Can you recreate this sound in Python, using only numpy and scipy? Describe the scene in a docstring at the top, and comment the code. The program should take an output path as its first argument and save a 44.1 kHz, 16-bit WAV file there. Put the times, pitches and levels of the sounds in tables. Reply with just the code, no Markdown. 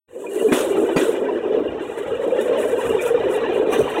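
"""A rail bike rolls along a rusty, overgrown track, heard from the seat. From the start, rough rail
forces the frame to drone and the steel wheels to sing faintly; soon loose fittings clink and wind
hisses past in short gusts. At about 0.5 s and 1 s the front and rear wheels strike one joint, and
each impact leaves the steel ringing and the frame rattling. Later the wind now and then thumps the
microphone. Near 3.7 s comes a lighter clatter, with a thin, ringing hiss in its wake."""
import sys
import numpy as np
from scipy import signal
from scipy.fft import rfft, irfft, next_fast_len
from scipy.io import wavfile
from scipy.ndimage import map_coordinates

SR = 44100
rng = np.random.default_rng(int(sys.argv[2]) if len(sys.argv) > 2 else 0)


def persist_wave(psi):
    """Save psi, clipped to +-1, as 16-bit WAV."""
    counts = np.round(np.clip(psi, -1, 1) * 32767).astype(np.int16)
    wavfile.write(sys.argv[1], SR, np.atleast_2d(counts).T)


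N = 176400

# strength of the frame's drone: time_s, level_db
DRONE_LEVEL = [(.1, -49.5), (.18, -30), (.32, -28), (.39, -19.5), (.48, -19), (.68, -22.5), (.78, -17.5),
               (.92, -22), (1.02, -16), (1.16, -23), (1.27, -19.5), (1.43, -24), (1.57, -20), (1.7, -27),
               (1.97, -29), (2.14, -23), (2.36, -20.5), (2.45, -21.5), (2.6, -20.5), (2.85, -21),
               (3.02, -20.5), (3.13, -22.5), (3.28, -16), (3.47, -21), (3.7, -23), (3.8, -19.5),
               (3.88, -28), (4, -21)]
# centre of the hum: time_s, pitch_hz
DRONE_PITCH = [(0, 429.2), (.4, 406.2), (1, 395), (1.35, 431.1), (1.75, 416.9), (2.15, 487), (2.6, 484),
               (2.85, 457), (3.15, 482), (3.5, 446), (3.8, 438.6), (4, 458)]
# low roar relative to the drone: time_s, gain_db
ROAR_GAIN = [(0, -4.5), (.45, -9), (.62, -2.5), (1, -7.5), (1.35, -6), (1.7, -2), (2.1, -7.5), (2.35, -5),
             (2.8, -6), (3.2, -11), (3.8, -0.5), (4, -6)]
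# broad response of the frame: frequency_hz, gain_db
FRAME_SPECTRUM = [(25, -49), (55, -36), (110, -31.5), (170, -21.5), (240, -4.5), (320, -2.5), (410, -0.5),
                  (520, -0.5), (620, -3), (760, -17.5), (1100, -22), (2000, -64)]
# grinding of the treads: time_s, level_db
GRIND_LEVEL = [(.1, -55.5), (.27, -42), (.45, -35), (.8, -32.5), (1.1, -33), (1.35, -34), (1.55, -37),
               (1.7, -37), (1.95, -33), (2.2, -33), (2.4, -30), (2.55, -31.5), (2.8, -30), (3.2, -29),
               (3.45, -29), (3.65, -29.5), (3.76, -25.5), (3.88, -29.5), (4, -25.5)]
# colour of the grinding: frequency_hz, gain_db
TREAD_SPECTRUM = [(400, -17.5), (750, 5), (1000, 0), (1350, -3.5), (1850, -4.5), (2150, -14.5), (2600, -12),
                  (3100, -12.5), (3800, -15), (4500, -23), (6000, -26.5), (15000, -54)]
# natural modes of a wheel: pitch_hz, struck_gain_db, t60_s, rolling_gain_db
WHEEL_MODES = [(1560, -10, 0.27, -1.5), (1936, 4.5, 0.21, 2), (2432, 5, 0.13, 5), (2837, -22, 0.054, 5),
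               (2960, -21, 0.086, -2), (3510, -8, 0.25, -9.5)]
# steady airstream: time_s, level_db
AIR_LEVEL = [(.1, -72), (.15, -56), (.27, -53), (.7, -51), (1.15, -54.5), (1.3, -62.5), (1.55, -68),
             (1.8, -71), (1.83, -56.5), (2.4, -57), (2.9, -52.5), (3.2, -59.5), (3.48, -64.5),
             (3.67, -60.5), (4, -61)]
# colour of the airstream: frequency_hz, gain_db
AIR_SPECTRUM = [(3500, -21), (5000, -13), (6500, -1.5), (7700, 7), (9500, -1), (12000, -7), (15500, -11.5)]
# steady wind rumble: time_s, level_db
RUMBLE_LEVEL = [(.3, -63), (.7, -51), (1.35, -54.5), (1.6, -50), (2.4, -53), (3, -46), (4, -49.5)]
# wind thumps: start_s, hold_s, level_db
WIND_THUMPS = [(1.682, 0.043, -48.5), (2.06, 0.079, -47), (2.852, 0.044, -38.5), (3.185, 0.047, -48),
               (3.792, 0.043, -33.5)]
# colour of rumble and thumps: frequency_hz, gain_db
BUFFET_SPECTRUM = [(20, -29), (38, -21.5), (58, 1.5), (110, 0), (170, 3), (500, -53)]
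# narrow dip in the treble: time_s, centre_hz
DIP_CENTRE = [(0, 5070), (.4, 5100), (.8, 4750), (1.3, 4210), (1.9, 4670), (3.1, 4460), (3.8, 5060)]
# clinks of loose metal: start_s, level_db, pitch_hz
FITTING_CLINKS = [(.238, -29, 975), (0.263, -31.5, 2440), (.385, -35, 1950), (.483, -31, 2420),
                  (0.767, -26.5, 1275), (.886, -25, 900), (1.012, -26, 1645), (1.285, -20.5, 972),
                  (1.676, -32.5, 2820), (2.386, -26, 1786), (2.405, -36, 3640), (2.789, -23, 967),
                  (2.896, -27.5, 2790), (2.934, -22, 824), (3.725, -20, 1149), (3.745, -31, 1604),
                  (3.752, -38, 2611), (3.964, -23, 971), (3.968, -32, 1733), (3.976, -33, 2725)]
# hissing gusts: start_s, hold_s, level_db, sag_db_per_s
WIND_GUSTS = [(0.29, 0.24, -42.5, 8), (0.514, 0.098, -30.5, 43), (0.603, 0.13, -38, 69),
              (0.752, 0.12, -46.5, 30), (0.898, 0.05, -51.5, 23), (0.96, 0.083, -36, 22.5),
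              (1.033, .1, -40, 69.5), (1.966, 0.01, -44.5, 29.5), (2.395, 0.031, -44, 36),
              (2.427, 0.034, -47, 18), (2.568, 0.093, -42.5, 27.5), (2.659, 0.068, -43, 35),
              (2.767, 0.13, -44, 6), (2.888, .055, -48, 32.5), (3.001, 0.026, -35.5, 17.5),
              (3.031, 0.046, -39, 18.5), (3.07, 0.034, -43, 43), (3.286, 0.073, -43, 12),
              (3.512, 0.068, -50.5, 21.5), (3.713, 0.02, -47, -5), (3.765, 0.22, -52, 53),
              (3.886, 0.018, -41.5, 14)]
# colour of gusts and ticks: frequency_hz, gain_db
HISS_SPECTRUM = [(2500, -17), (4300, -6), (5200, -6.5), (6200, -6.5), (7800, 2.5), (10000, 0.5),
                 (12500, -7.5), (15500, -10)]
# tiny high ticks: start_s, level_db
HIGH_TICKS = [(.345, -42), (1.985, -46), (2.275, -50), (2.411, -38.5), (3.021, -39), (3.728, -39.5),
              (3.79, -39)]
# small bumps in the rail: start_s, hold_s, level_db, pitch_hz
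RAIL_BUMPS = [(.359, 0.0068, -16, 365), (.427, 0.0056, -11.5, 437), (.444, .016, -11, 423),
              (.601, 0.0059, -12.5, 462), (.75, 0.013, -18.5, 400), (.779, 0.011, -12, 413),
              (.824, 0.0063, -15.5, 436), (.847, 0.0056, -11.5, 367), (1.022, 0.014, -12, 365),
              (1.09, 0.011, -10, 441), (1.236, 0.017, -21, 396), (1.288, 0.0073, -31, 430),
              (1.356, 0.0051, -11, 428), (1.508, 0.0074, -13, 463), (1.545, 0.0039, -6.5, 462),
              (1.561, .016, -21.5, 398), (1.601, 0.0058, -15.5, 457), (1.805, .009, -17.5, 342),
              (1.894, 0.0088, -18, 455), (2.117, 0.02, -16, 450), (2.192, 0.0081, -16.5, 494),
              (2.262, 0.014, -19.5, 328), (2.321, .016, -11.5, 496.7), (2.387, 0.0087, -11.5, 400),
              (2.492, .015, -13, 488), (2.515, 0.0051, -12, 493), (2.596, 0.0073, -12.5, 430),
              (2.715, 0.0048, -11.5, 449.4), (2.773, 0.011, -16.5, 412), (2.905, 0.0073, -13.5, 453),
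              (2.945, 0.008, -11.5, 454), (3.047, 0.014, -12, 487), (3.1, 0.025, -11.5, 461),
              (3.141, .017, -7.5, 490), (3.351, .015, -13, 467.3), (3.506, 0.024, -20, 449),
              (3.558, 0.0077, -9, 446), (3.595, 0.0052, -10.5, 421), (3.619, 0.015, -15, 358),
              (3.691, .008, -10.5, 402), (3.759, 0.0047, -6, 450), (3.78, 0.019, -13, 423),
              (3.809, 0.007, -9, 445)]
# two clacks at the joint, then a lighter clatter: start_s, blow_db, ring_db, rattle_db, thud_db
IMPACTS = [(0.5193, -11.5, -36, -28.5, -14.5), (.961, -12.5, -31.5, -30.5, -18),
           (3.724, -20.5, -36.5, -39.5, -38)]
# colour of the blow: frequency_hz, gain_db
BLOW_SPECTRUM = [(30, -23.5), (120, -12), (260, 14), (400, 13), (650, 0.5), (1400, -9), (2700, -11.5),
                 (4000, -31), (8000, -36.5), (15000, -36)]
# colour of the frame's rattle: frequency_hz, gain_db
RATTLE_SPECTRUM = [(300, -21), (800, 1.5), (1500, 4), (2100, -10.5), (2600, -4.5), (3600, -3.5),
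                   (4700, -20.5), (6000, -14), (7500, -14), (15000, -41)]
# bright ping of the rear wheel: pitch_hz, level_db, t60_s
PING_MODES = [(4660, -33, 0.055), (6720, -37, 0.18), (9000, -37, 0.065)]
# loose parts falling back: start_s, level_db
PART_REBOUNDS = [(0.527, -28), (0.544, -34), (.564, -32), (.589, -32), (0.609, -33), (.977, -32.5),
                 (1.011, -33)]
# colour of the rebounds: frequency_hz, gain_db
REBOUND_SPECTRUM = [(700, -9), (1600, 1), (2100, 0), (2700, 6.5), (3700, -4.5), (4800, -11.5), (6300, -2),
                    (9000, -15.5), (15000, -17)]
# ringing hiss at the last clatter: time_s, level_db
RINGING_HISS_LEVEL = [(3.67, -84), (3.7, -50.5), (3.735, -33), (3.77, -47), (3.795, -41.5), (3.87, -56.5),
                      (3.91, -55.5), (4, -47.5)]
# colour of that hiss: frequency_hz, gain_db
RINGING_HISS_SPECTRUM = [(4000, -18), (5100, -10.5), (5950, 10.5), (6500, -2), (7100, -8), (8300, 5.5),
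                         (9500, -4), (11000, 1), (12500, -9), (15500, -7.5)]


def amp(db):
    """Decibels to amplitude ratio."""
    return 10 ** (np.asarray(db) / 20)


def unit(x):
    """Scale to rms 1."""
    return x / np.sqrt(np.mean(x ** 2) + 1e-20)


def clock():
    """Time of every sample in seconds."""
    return np.arange(N) / SR


def curve(rows):
    """Linear interpolation of (time_s, value) points at every sample."""
    return np.interp(clock(), *np.transpose(rows))


def wobble(rate):
    """Smooth random modulation: a spline through rate knots a second."""
    return map_coordinates(rng.standard_normal(int(N * rate / SR) + 4), [np.arange(N) * rate / SR])


def filtered(x, response):
    """Linear filtering: the spectrum of x times a frequency response."""
    size = next_fast_len(N + SR // 2)
    return irfft(rfft(x, size) * response(np.fft.rfftfreq(size, 1 / SR)), size)[:N]


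def coloured(x, spectrum):
    """Spectral shaping by (frequency_hz, gain_db) points; rms 1."""
    knots_hz, db = np.transpose(spectrum)
    return unit(filtered(x, lambda hz: amp(np.interp(np.log(hz + 1), np.log(knots_hz), db))))


def noise(spectrum):
    """Coloured Gaussian noise; rms 1."""
    return coloured(rng.standard_normal(N), spectrum)


def resonance(hz, half_width_hz):
    """A resonance under random excitation gives narrow-band noise; rms 1."""
    return unit(filtered(rng.standard_normal(N), lambda f: 1 / (1 + ((f - hz) / half_width_hz) ** 2)))


def grit(per_s, spread_db, smooth):
    """Shot noise: tiny random impacts over a share of smooth noise; rms 1."""
    hits = (rng.random(N) < per_s / SR) * np.sign(rng.standard_normal(N))
    sizes = amp(spread_db * np.clip(rng.standard_normal(N), -2, 2))
    return unit(unit(hits * sizes) + smooth * rng.standard_normal(N))


def envelope(start, rise, hold, t60):
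    """Linear rise, with exponential decay from start + hold; all in seconds."""
    t = clock() - start
    return np.clip(t / rise, 0, 1) * amp(-60 * np.maximum(t - hold, 0) / t60)


def tone(start, hz, jitter_rad=0):
    """A sinusoid; phase jitter broadens its spectral line."""
    return np.sin(2 * np.pi * hz * (clock() - start) + jitter_rad)


def chinks(pitches, t60, spread_db, rise=0.006):
    """Damped oscillations, one per pitch in turn, scattered in time and size; rms 1."""
    t = np.arange(SR // 16) / SR
    count = len(pitches)
    size, phase, delay = np.hsplit(rng.random((count, 3)), 3)
    envelopes = amp(spread_db * size - 60 * t / t60) * (1 - np.exp(-t / rise))
    rings = envelopes * np.sin(2 * np.pi * (pitches[:, None] * t + phase))
    starts = ((np.arange(count)[:, None] + 2 * delay) * N / count).astype(int)
    return unit(np.bincount((starts + np.arange(len(t))).ravel(), rings.ravel(), N)[:N])


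def frame_drone(half_width_hz=32, skirt_hz=110, scatter_hz=58, ring_count=300):
    """Forced vibration: rough rail drives a wandering hum, short rings around it and a broad roar."""
    centre_hz = curve(DRONE_PITCH)
    phase = 2 * np.pi * np.cumsum(centre_hz) / SR
    lowpass = lambda hz: 1 / (1 + 1j * hz / half_width_hz) / (1 + (hz / skirt_hz) ** 4)
    sway = [unit(filtered(rng.standard_normal(N), lowpass)) for _ in range(2)]
    hum = unit(sway[0] * np.cos(phase) + sway[1] * np.sin(phase))
    detune_hz = scatter_hz * rng.standard_normal(ring_count)
    pitches = centre_hz[np.arange(ring_count) * N // ring_count] + detune_hz
    rings = chinks(pitches, t60=0.13, spread_db=9)
    roar = coloured(grit(per_s=260, spread_db=3.5, smooth=0.98), FRAME_SPECTRUM)
    gain = amp(curve(DRONE_LEVEL) + 1.7 * wobble(50))
    return gain * (amp(-8.5) * hum + amp(-3) * rings + amp(curve(ROAR_GAIN)) * roar)


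def treads(detune=0.0265):
    """Rolling contact: grit crunches, loose metal chatters, and the wheel modes chink and sing."""
    grains = grit(per_s=450, spread_db=-0.5, smooth=0.76)
    crunch = coloured(grains * amp(1.3 * wobble(70)), TREAD_SPECTRUM)
    loose_metal = chinks(rng.uniform(661, 4300, size=2600), t60=0.05, spread_db=13)
    chatter = coloured(loose_metal, TREAD_SPECTRUM)
    chink = unit(sum(amp(db) * chinks(hz * (1 + detune * rng.standard_normal(170)), 0.042, spread_db=11)
                     for hz, _, _, db in WHEEL_MODES))
    sing = unit(sum(amp(db + 8.7 * wobble(22.026)) * resonance(hz, half_width_hz=83)
                    for hz, _, _, db in WHEEL_MODES))
    gain = amp(curve(GRIND_LEVEL) + 1.9 * wobble(24.665))
    return gain * (amp(-9) * crunch + amp(-5) * chatter + amp(-12.5) * chink + amp(-15.5) * sing)


def airstream():
    """Flow noise: passing air makes a thin, fluttering hiss."""
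    return amp(curve(AIR_LEVEL) + 2.4 * wobble(60)) * noise(AIR_SPECTRUM)


def buffeting():
    """Pressure fluctuations of wind on the microphone give a low rumble and occasional thumps."""
    thumps = sum(amp(db) * envelope(start, 0.005, hold, t60=0.21) for start, hold, db in WIND_THUMPS)
    return (amp(curve(RUMBLE_LEVEL)) + thumps) * noise(BUFFET_SPECTRUM)


def treble_dip(x, half_width_hz=626, centre_db=-11):
    """Band rejection: a slowly drifting notch separates the rolling from the hiss."""
    hz, t, spectra = signal.stft(x, SR, nperseg=512)
    offset = (hz[:, None] - np.interp(t, *np.transpose(DIP_CENTRE))) / half_width_hz
    return signal.istft(spectra * amp(centre_db * np.exp(-offset ** 2)), SR, nperseg=512)[1][:N]


def clinks():
    """Free vibration: loose fittings ring briefly, each at its own pitch."""
    jitter_rad = 0.5 * wobble(250)
    return sum(amp(db) * envelope(start, rise=0.006, hold=0.0052, t60=0.082) * tone(start, hz, jitter_rad)
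               for start, db, hz in FITTING_CLINKS)


def gusts(flutter_db=1.2):
    """Incoherent addition: gusts sum in power, rustling with fine crackle and tiny high rings."""
    power = np.zeros(N)
    for start, hold, db, sag_db_per_s in WIND_GUSTS:
        level_db = db - sag_db_per_s * np.clip(clock() - start, 0, hold)
        power += (amp(level_db) * envelope(start, 0.028, hold, t60=0.11)) ** 2
    flutter = amp(flutter_db * (wobble(45) + wobble(170)))
    rings = chinks(rng.uniform(5500, 14000, size=1600), t60=0.035, spread_db=12)
    crackle = grit(per_s=1500, spread_db=3, smooth=0.9)
    return np.sqrt(power) * flutter * coloured(crackle + 0.5 * rings, HISS_SPECTRUM)


def ticks():
    """Transients: very short bursts of high noise are heard as dry ticks."""
    bursts = sum(amp(db) * envelope(start, rise=0.001, hold=0.0023, t60=0.036) for start, db in HIGH_TICKS)
    return bursts * noise(HISS_SPECTRUM)


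def bumps():
    """Impulse response: each small bump in the rail draws a heavily damped knock from the frame."""
    jitter_rad = 0.59 * wobble(60)
    return sum(amp(db) * envelope(start, 0.0044, hold, t60=0.032) * tone(start, hz, jitter_rad)
               for start, hold, db, hz in RAIL_BUMPS)


def steel_ring(start, hz, rise, hold, t60):
    """Modal decay: one mode of a struck wheel dies away, roughened by phase jitter."""
    return envelope(start, rise, hold, t60) * tone(start, hz, jitter_rad=0.7 * wobble(280))


def clacks():
    """Impact excitation: a wheel's blow brings a thud, a rattling frame and ringing steel."""
    out = np.zeros(N)
    wash = noise(RATTLE_SPECTRUM)
    contacts = chinks(rng.uniform(640, 4133, size=2400), t60=0.02, spread_db=8, rise=0.00042)
    rattle = unit(wash + coloured(contacts, RATTLE_SPECTRUM))
    for start, blow_db, ring_db, rattle_db, thud_db in IMPACTS:
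        out += amp(blow_db) * envelope(start, rise=0.0011, hold=0.0087, t60=0.097) * noise(BLOW_SPECTRUM)
        out += amp(thud_db) * envelope(start, rise=0.0012, hold=0.0078, t60=0.083) * tone(start, hz=249)
        out += amp(rattle_db) * envelope(start, rise=0.0033, hold=0.073, t60=0.51) * rattle
        for hz, mode_db, t60, _ in WHEEL_MODES:
            gain = amp(ring_db + mode_db + rng.normal(0, 1))
            out += gain * steel_ring(start, hz, rise=0.011, hold=0.019, t60=t60)
    return out


def rebounds():
    """Secondary impacts: loose parts fall back with bright knocks after both clacks at the joint."""
    bursts = sum(amp(db) * envelope(start, rise=0.0012, hold=0.0039, t60=0.081)
                 for start, db in PART_REBOUNDS)
    return bursts * noise(REBOUND_SPECTRUM)


def rear_wheel_landing(ping_s=0.96, jolt_s=0.9635):
    """Shock excitation: the landing rings the rear wheel's high modes and jolts the frame."""
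    ping = sum(amp(db) * steel_ring(ping_s, hz, rise=0.0059, hold=0.012, t60=t60)
               for hz, db, t60 in PING_MODES)
    jolt = envelope(jolt_s, rise=0.0051, hold=0.0037, t60=0.008) * tone(jolt_s, hz=174)
    return ping + amp(-13.5) * jolt


def ringing_hiss():
    """Spectral peaks lend a ringing quality to the thin hiss that trails the last clatter."""
    return amp(curve(RINGING_HISS_LEVEL) + 1.8 * wobble(80)) * noise(RINGING_HISS_SPECTRUM)


def scene():
    """Superposition: all sources ride along with the listener and add in one channel."""
    structure = frame_drone() + bumps() + clacks() + rear_wheel_landing() + rebounds() + clinks()
    rush = treads() + gusts() + airstream() + buffeting() + ringing_hiss() + ticks()
    return (structure + treble_dip(rush))[None]


def record(dry, start_s=0.076, fade_s=0.019, ceiling=0.66, top_hz=15800):
    """After a fade-in, soft saturation rounds the highest peaks and a low-pass limits the band."""
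    faded = dry[0] * np.clip((clock() - start_s) / fade_s, 0, 1)
    rounded = faded / (1 + (faded / ceiling) ** 8) ** (1 / 8)
    return filtered(rounded, lambda hz: hz < top_hz)[None]


dry = scene()
out = record(dry)
persist_wave(out)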